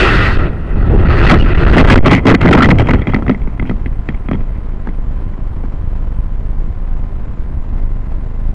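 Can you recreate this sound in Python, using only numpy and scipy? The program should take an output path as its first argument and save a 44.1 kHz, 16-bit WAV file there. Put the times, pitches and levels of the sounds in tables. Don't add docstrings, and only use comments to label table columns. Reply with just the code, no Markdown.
import sys
import numpy as np
from scipy.fft import rfft, irfft, next_fast_len
from scipy.io import wavfile
from scipy.ndimage import map_coordinates

SR = 44100
rng = np.random.default_rng(int(sys.argv[2]) if len(sys.argv) > 2 else 0)


def transcribe(u):
    v = np.clip(np.atleast_2d(u).T, -1, 1)
    q = np.round(v * 32767).astype(np.int16)
    wavfile.write(sys.argv[1], SR, q)


N = 376613
T = np.arange(N) / SR


def amp(db):
    return 10 ** (np.asarray(db) / 20)


def unit(x):
    return x / np.sqrt(np.mean(x ** 2) + 1e-20)


def curves(rows):
    s, *cols = np.transpose(rows)
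    return [np.interp(T, s, c) for c in cols]


def wobble(rate):
    knots = rng.standard_normal(int(N * rate / SR) + 4)
    return map_coordinates(knots, [T * rate])


def filtered(x, response):
    m = next_fast_len(N + SR // 2)
    return irfft(rfft(x, m) * response(np.fft.rfftfreq(m, 1 / SR)), m)[:N]


def noise(points):
    f, db = np.transpose(points)

    def spectrum(hz):
        return amp(np.interp(np.log(hz + 1), np.log(f), db))
    return unit(filtered(rng.standard_normal(N), spectrum))


def modes(table):
    def response(f):
        return sum((-1) ** k * amp(db) * 1j * f * width / (hz * hz - f * f + 1j * f * width)
                   for k, (hz, width, db) in enumerate(table))
    return response


def pole(hz):
    return lambda f: 1 / (1 + 1j * f / hz)


def gate(start, length, edge):
    return (np.tanh((T - start) / edge) - np.tanh((T - start - length) / edge)) / 2


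def impulses(times, sizes):
    return np.bincount((times * SR).astype(int), sizes, N)[:N]


def wavering(x, table, depth_db, rate):
    skirt_widths = 6.2
    out = np.zeros(N)
    for k, (hz, width, db) in enumerate(table):
        peak, skirt = modes([(hz, width, db)]), modes([(hz, skirt_widths * width, 0)])
        swelling = x * amp(depth_db * wobble(rate))
        out += (-1) ** k * filtered(swelling, lambda f: peak(f) * skirt(f))
    return out


# frequency in Hz, spectral density in relative dB.
HISS = [(100, -28), (190, 4), (300, -5), (600, -9.5), (1100, -13.5), (2000, -21.5), (3500, -29),
        (6000, -32), (10000, -33)]
# frequency in Hz, rms level in dB before the preamp.
WHINE = [(1024.4, -55), (2048.7, -60), (3073, -68), (4097, -86.5)]
# time in seconds, regular kicks and stray kicks in relative dB.
SUPPLY_KICKS = [(3.4, -23.5, -16.5), (3.8, -21.5, -17.5), (4.3, -20.5, -18), (5, -20, -20.5),
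                (5.5, -20, -19), (6.1, -18, -21.5), (6.6, -19, -20.5), (7.5, -21, -18.5),
                (8.5, -17.5, -23.5)]


def electronics():
    throb_hz, buzz_hz = 26.0, 78.8
    swing_share, jitter_s = .5, .002
    throb_waver_db = 1.5
    regular_db, stray_db = curves(SUPPLY_KICKS)
    cycle = np.arange(int(5.5 * throb_hz)) / throb_hz
    luck = rng.standard_normal((len(cycle), 4))
    ups = impulses(3.1846 + cycle + jitter_s * luck[:, 0], amp(2.0 * luck[:, 1]))
    downs = impulses(3.1992 + cycle + jitter_s * luck[:, 2], -.8 * amp(1.8 * luck[:, 3]))
    struck = rng.random(N) < 90 / SR
    stray = rng.choice([-1, 1], N) * amp(2.6 * rng.standard_normal(N)) * struck

    def sag(f):
        low = pole(hz=30)(f) * pole(hz=70)(f)
        return low * (0.5 * pole(hz=160)(f) + 2.7) * (1 - pole(hz=12)(f))

    swing = np.cos(2 * np.pi * throb_hz * (T - 4.413))
    regular = unit(filtered(ups + downs, sag)) + swing_share * swing
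    throb = amp(regular_db + throb_waver_db * wobble(11)) * unit((T > 3.2) * regular)
    thumps = amp(stray_db) * unit(filtered(stray, sag))
    ticks = impulses(np.arange(int(N / SR * buzz_hz)) / buzz_hz, None)
    buzz = amp(-48.5) * unit(filtered(ticks, lambda f: pole(hz=1200)(f) ** 2 * (1 - pole(hz=400)(f))))
    whine = sum(np.sqrt(2) * amp(db) * np.sin(2 * np.pi * hz * T) for hz, db in WHINE)
    hiss = amp(-37.0 + 2.16 * wobble(120)) * noise(HISS)
    return gate(3.25, N, edge=0.027) * (throb + thumps) + buzz + whine + hiss


def whistle():
    flight_hz, lit_hz, dark_hz = 8950, 8850, 7250
    blink_s = .3245
    blinks = (T - 6.118) / blink_s
    lamp_on = blinks % 1 < .5
    landed = T > 3
    dark = landed & ~lamp_on
    hz = np.where(landed, np.where(lamp_on, lit_hz, dark_hz), flight_hz)
    hz = hz + np.where(landed, 70, 25) * wobble(70) + np.where(dark, 190, 130) * wobble(400)
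    hz = hz - landed * 180 * np.cos(2 * np.pi * blinks) ** 24
    level_db = np.where(dark, -57.5, -52) + 2.0 * wobble(50)
    return amp(level_db) * np.sin(2 * np.pi * np.cumsum(hz) / SR)


# frequency in Hz, spectral density in relative dB.
BUFFET = [(3, -27.5), (6, -11), (33, 0.5), (70, -4), (140, -11.5), (210, -16), (400, -24.5), (800, -33),
          (2000, -64.5)]
# centre in Hz, width in Hz, relative level in dB.
CAVITIES = [(345, 70, -1.5), (755, 370, -18), (1334, 213, -4.5), (1920, 173, -6.5), (2600, 285, -11.5),
            (3600, 740, -21.5), (4340, 620, -22), (5600, 280, -42)]
# time in seconds, buffet level in dB before its random waver.
GUSTS = [(0.0, -8.5), (0.27, -8.5), (.45, -12.5), (0.6, -16), (.75, -12.5), (0.93, -2.5), (1.15, -4.5),
         (1.41, -3), (1.48, -12.5), (1.66, -2.5), (1.82, 7), (1.86, 3.5), (1.98, 6), (2.04, -4),
         (2.12, -10), (2.38, -18), (2.44, -4), (2.6, -6.5), (2.75, -9), (2.92, -8.5), (3.05, -20.5),
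         (3.15, -12.5), (3.3, -19.5), (3.5, -75)]
# time in seconds, rush in relative dB,
# extra treble above 3.5 kHz in dB, extra drive of the lowest cavity in dB.
RUSH = [(0.0, -9.5, 13.5, 8.5), (.06, -12.5, 13, 4), (.11, -14.5, 13.5, 4), (.15, -15, 14, 0),
        (.2, -16, 11.5, 5.5), (0.27, -18, 13.5, 4), (.31, -18, 9.5, -2.5), (0.36, -17.5, 5, -4),
        (.41, -19.5, 0, 8), (0.47, -21.5, -10, 12.5), (.5, -29.5, -16, 6), (.55, -32.5, -21, 5),
        (0.63, -34.5, -33, -1), (.79, -28, -16, -5), (0.92, -25, -14, 18.5), (1.0, -18.5, -13, 8),
        (1.05, -20, -11, 9), (1.11, -12, -7, -4.5), (1.16, -15, 1.5, 0), (1.2, -13, 4.5, 6),
        (1.23, -15.5, 6, 7), (1.26, -10.5, 4, 2.5), (1.285, -11, 7.5, 4), (1.31, -4, -8, -0.5),
        (1.36, -13, -9, 10), (1.39, -18.5, 8.5, 5), (1.44, -22, 4, 9), (1.47, -16.5, -2.5, 7),
        (1.52, -17, -2.5, 0.5), (1.58, -16, 0.5, 7.5), (1.66, -13, 0, 7.5), (1.76, -19.5, 16, 2)]


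def airflow():
    waver_db, wavers_per_s = 2, 28
    buffet_db, = curves(GUSTS)
    rush_db, tilt_db, lowest_db = curves(RUSH)
    buffet = amp(buffet_db + 1.9 * wobble(14)) * noise(BUFFET)
    stream = rng.standard_normal(N)
    lowest = wavering(stream * amp(lowest_db), CAVITIES[:1], waver_db, wavers_per_s)
    upper = wavering(stream, CAVITIES[1:], waver_db, wavers_per_s)
    open_air = amp(-30) * filtered(stream, pole(hz=3930))
    sung = unit(lowest - upper + open_air)
    treble = filtered(sung, lambda f: 1 - pole(hz=3500)(f))
    rush = amp(rush_db + 0.41 * wobble(60.3)) * (sung + (amp(tilt_db) - 1) * treble)
    return buffet + (T < RUSH[-1][0]) * rush


# start in seconds, length in seconds,
# signed relative strength.
SHOVES = [(0.336, 0.045, 0.18), (0.375, 0.011, -0.92), (0.496, 0.0093, 0.3), (0.748, 0.005, 1),
          (0.888, 0.0076, 0.92), (1.077, 0.0078, 0.91), (1.22, 0.0046, -0.8), (1.379, 0.0094, 0.53),
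          (1.403, 0.0058, -0.6), (1.415, .004, -1.6), (1.535, 0.011, 0.85), (1.559, 0.012, -0.5),
          (1.643, 0.0043, -3), (1.656, 0.0041, 2.4), (1.704, 0.0029, -1.3), (1.751, 0.0069, -0.7),
          (1.788, 0.06, -0.27), (1.817, 0.023, 1), (1.855, 0.038, -0.46), (1.866, 0.013, 0.8),
          (1.882, 0.01, 0.75), (1.943, 0.0136, -0.94), (1.961, 0.013, 0.8), (1.981, 0.0072, 0.96),
          (1.994, 0.0045, 2.5), (1.997, 0.0019, -2.5), (2.004, 0.019, 0.75), (2.022, 0.0072, .8),
          (2.327, 0.0056, 1.08), (2.438, 0.0068, 0.98)]


def shoves():
    return sum(side * gate(s, length, edge=0.002) for s, length, side in SHOVES)


# start in seconds, length in seconds, start pitch in Hz,
# end pitch in Hz, relative peak level in dB.
SQUEAKS = [(1.389, 0.049, 2950, 2730, -13.5), (1.454, 0.023, 1400, 1240, -19),
           (1.492, 0.037, 1950, 1980, -23), (1.571, 0.017, 2740, 2900, -20), (2.603, .012, 1400, 1380, -3),
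           (2.63, 0.0082, 3300, 3200, -6), (2.639, 0.012, 1930, 1850, -3)]


def squeaks():
    out, quiver_hz, flutter_db = np.zeros(N), 60 * wobble(300), 2.5 * wobble(150)
    for s, length, start_hz, end_hz, db in SQUEAKS:
        span = slice(round(s * SR), round((s + length) * SR))
        u = (T[span] - s) / length
        hz = start_hz + (end_hz - start_hz) * u + quiver_hz[span]
        tone = np.sin(2 * np.pi * np.cumsum(hz) / SR)
        out[span] += amp(db + flutter_db[span]) * np.sin(np.pi * u) * tone
    return out


# centre in Hz, width in Hz, relative level in dB.
CASE = [(1303, 187, -2), (2022, 205, 1.5), (2490, 505, -9), (3260, 125, -8)]
# centre in Hz, width in Hz, relative level in dB.
FRAME = [(111.5, 52, 2), (190, 36.3, 2.5), (251.3, 52, 3), (424, 350, -13), (535, 104, -22),
         (940, 520, -20)]
# centre in Hz, width in Hz, relative level in dB.
PANEL = [(790, 290, -11.5)]
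# time in seconds, click in relative dB, thud in dB above the click,
# lowest case mode in dB above the click.
KNOCKS = [(3.0182, -13, 1.5, -19), (3.046, -35, 2, -9), (3.0705, -10.5, 3, -10), (3.097, -24.5, 8, -1),
          (3.124, -23, -5, -3), (3.1354, -25.5, 11, 16.5), (3.1435, -3.5, 3, -13), (3.223, -29, 16, 13.5),
          (3.2649, -25.5, 4, 14), (3.2797, -11, 2.5, -10), (3.295, -9.5, 11.5, 5), (3.31, -18, -11, -10),
          (3.3209, -25, 3, -6), (3.3455, -21.5, 4, -4), (3.4173, -25, 5.5, -15), (3.474, -33.5, 16.5, 13),
          (3.596, -16.5, -0.5, -4), (3.6246, -25.5, 14, 1), (3.653, -29, 6, -2), (3.695, -13.5, 5, -10),
          (3.7115, -30, 19, 12), (3.8599, -17, -2, -20), (4.0877, -12.5, 1, -14), (4.1011, -25.5, 4, -12),
          (4.145, -26.5, -16, -5), (4.286, -22.5, 8.5, 4), (4.3126, -17.5, 9, 8), (4.332, -17, 4, -15),
          (4.345, -29, 13, -8), (4.406, -33, 5, -7), (4.872, -32, 14, 16.5), (4.8889, -26, 7, -5),
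          (5.6385, -39.5, 21.5, 5)]


def knocks():
    chatter_drive_db, push_drive_db = 19, 43.5
    chatter_t60_s = 0.017
    linger_db, linger_t60_s = -25, 0.073
    shudder_db, shudder_t60_s = 10, 0.19
    t = np.arange(SR // 5) / SR
    dying = amp(-60 * t / chatter_t60_s) + amp(linger_db - 60 * t / linger_t60_s)
    strike = dying * (1 - np.exp(-t / 0.00025))
    on_lowest, on_upper, on_frame = np.zeros((3, N))
    for s, db, thud_db, lowest_db in KNOCKS:
        span = slice(round(s * SR), round(s * SR) + len(t))
        burst = amp(db + chatter_drive_db) * strike * rng.standard_normal((2, len(t)))
        on_lowest[span] += amp(lowest_db) * burst[0]
        on_upper[span] += burst[1]
        shudder = amp(db + thud_db + shudder_db - 60 * t / shudder_t60_s)
        on_frame[span] += shudder * rng.standard_normal(len(t))
    s, click_db, thud_db = np.transpose(KNOCKS)[:3]
    blows = impulses(s + 0.00052, -amp(click_db + thud_db + push_drive_db))
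    pushes = filtered(filtered(blows, pole(hz=750)), modes(FRAME))
    lowest = filtered(on_lowest, lambda f: modes(CASE[:1])(f) * pole(hz=2400)(f) ** 2)
    upper = filtered(on_upper, lambda f: modes(CASE[1:])(f) * pole(hz=6000)(f) ** 2)
    lid = filtered(on_lowest, modes(PANEL))
    return lowest + lid + upper + pushes + filtered(on_frame, modes(FRAME[1:3]))


# start in seconds, length in seconds, rattle in relative dB,
# thud in relative dB, lowest case mode in dB above the rattle.
SCRAPES = [(1.295, 0.013, -2.5, 9, 2), (1.308, 0.018, -4, 10.5, 6), (1.326, 0.031, -12, -1.5, 1.5),
           (1.767, 0.02, -3.5, 11, -1), (1.789, 0.045, -2.5, 9.5, -1), (1.841, 0.025, -14.5, 2, 14),
           (1.872, 0.018, -5.5, 1, 7.5), (1.899, 0.052, 2.5, 12, 4.5), (1.956, 0.0092, 0.5, 12, 10.5),
           (1.973, 0.012, 1.5, 7, 4.5), (2.037, 0.027, -31, -12, 0), (2.058, 0.025, -1.5, 10, 1.5),
           (2.09, 0.036, -23, -13, -2), (2.109, 0.043, 1, 10, 0.5), (2.159, 0.0084, -12, -3, -9),
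           (2.166, 0.017, -14.5, -9, -10), (2.18, 0.015, -28, -19, -7), (2.254, 0.0072, -13.5, 0.5, 11),
           (2.267, 0.036, 0.5, 11, 2), (2.309, 0.024, -7, 8, 5.5), (2.341, 0.0099, -5, 12, -2),
           (2.348, 0.016, -27, -8.5, 0), (2.407, 0.005, -22, -7, -2), (2.414, 0.007, -15, -5, -1),
           (2.425, 0.018, -12.5, 4, 8), (2.439, 0.027, -16, 2.5, 14), (2.472, 0.017, -16, -2, 0),
           (2.487, 0.0083, -10, -1.5, -6.5), (2.51, 0.0098, -6, 7.5, -3), (2.527, 0.011, -1, 1.5, 0),
           (2.536, 0.015, -14.5, -1.5, -1), (2.55, 0.0092, -11, 6.5, 7), (2.568, 0.0048, -20, 1, 15),
           (2.574, 0.016, -10.5, 0.5, 9), (2.593, 0.0069, -18, 1, 14), (2.604, 0.01, -24, -7, 19),
           (2.62, 0.014, -9, -1.5, 12.5), (2.642, 0.016, -5.5, 0, -6), (2.66, 0.016, -16, 4, -13),
           (2.688, 0.013, -9, 1.5, 2.5), (2.703, 0.013, -6, 2, -2), (2.717, 0.0081, -36, -5, -4),
           (2.755, 0.012, -40, -17.5, -12), (2.785, 0.0048, -9, -14, -16), (2.796, 0.013, -10.5, 1, -1),
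           (2.811, 0.016, -25, -3, 0), (2.886, 0.014, -14.5, 1, -16), (2.906, 0.0072, -10, -5, 0),
           (2.857, .008, -33, -14, 6), (2.87, 0.0098, -19, -16, -2), (2.934, 0.0062, -20, -3, 5.5),
           (2.942, .006, -14, -7, -8), (2.952, 0.0059, -22, -8, -5), (2.965, 0.037, -41, -17.5, -5),
           (3.076, .05, -31, -16.5, -4), (3.156, 0.046, -41, -19.5, 6), (3.66, .032, -38, -28, -15),
           (4.339, 0.02, -41, -21, -4)]


def drags(column_db, edge, fade_db_per_s):
    bite_db, bite_s = 2.5, 0.00072
    force, lead = np.zeros(N), .01
    for (start, length, *_), db in zip(SCRAPES, column_db):
        t = np.arange(round((length + 2 * lead) * SR)) / SR - lead
        since = np.clip(t, 0, length)
        held = (np.tanh(t / edge) - np.tanh((t - length) / edge)) / 2
        level_db = db + bite_db * np.exp(-since / bite_s) - fade_db_per_s * since
        force[round((start - lead) * SR):][:len(t)] += held * amp(level_db)
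    return force


# time in seconds, frame in relative dB,
# case in relative dB.
SETTLE = [(2.0, -18, -26.5), (2.3, -29, -38.5), (2.5, -22, -29), (2.75, -34, -31), (2.9, -25.5, -31),
          (3.2, -35, -47), (3.4, -35.5, -51), (3.65, -37, -51.5), (3.9, -38, -57), (4.3, -40, -50.5),
          (4.6, -39, -54), (5.8, -37, -65.5)]


def crash():
    rattle_fade, thud_fade = 130, 180.5
    shift_db, shifts_per_s = 3.5, 50
    rattle_db, thud_db, lowest_db = np.transpose(SCRAPES)[2:]
    rattle = drags(rattle_db, 0.00052, rattle_fade)
    lowest = drags(rattle_db + lowest_db, 0.00052, rattle_fade)
    thud = drags(thud_db, 0.0016, thud_fade)
    frame_db, case_db = curves(SETTLE)
    awake = (T > SETTLE[0][0]) * amp(-40 * np.clip(T - 5.7, 0, 1))
    rocking = awake * amp(case_db)
    grains = rng.standard_normal(N) * amp(5.4 * wobble(350))
    grains = grains / np.std(filtered(grains, modes(CASE)))
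    shakes = rng.standard_normal(N) * amp(5.0 * wobble(90))
    shakes = shakes / np.std(filtered(shakes, modes(FRAME)))
    rung_lowest = wavering(grains * (lowest + rocking), CASE[:1], shift_db, shifts_per_s)
    rung_upper = wavering(grains * (rattle + rocking), CASE[1:], shift_db, shifts_per_s)
    scratch = filtered(grains * rattle, lambda f: amp(-18.5) * pole(hz=3000)(f) * (1 - pole(hz=600)(f)))
    low = filtered(shakes * (thud + awake * amp(frame_db)), modes(FRAME))
    return rung_lowest - rung_upper + scratch + low


def scene():
    shove = shoves()
    room_left = np.clip(1 - .88 * np.abs(shove), 0, 1)
    shaken = (airflow() + squeaks() + crash()) * room_left
    return (shaken + amp(1.0) * shove + knocks() + electronics() + whistle())[None]


def record(dry):
    clip_top, hardness, top_hz = .7, 13, 16000
    clipped = dry[0] / (1 + np.abs(dry[0] / clip_top) ** hardness) ** (1 / hardness)

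    def input_stage(f):
        shelf = (1 + (f / 11500) ** 4) / (1 + (f / 11600) ** 20)
        return pole(hz=4200)(f) ** 3 * (shelf + amp(-43.5))
    dull = filtered(clipped, input_stage)
    return filtered(dull, lambda hz: hz < top_hz)[None]


dry = scene()
out = record(dry)
transcribe(out)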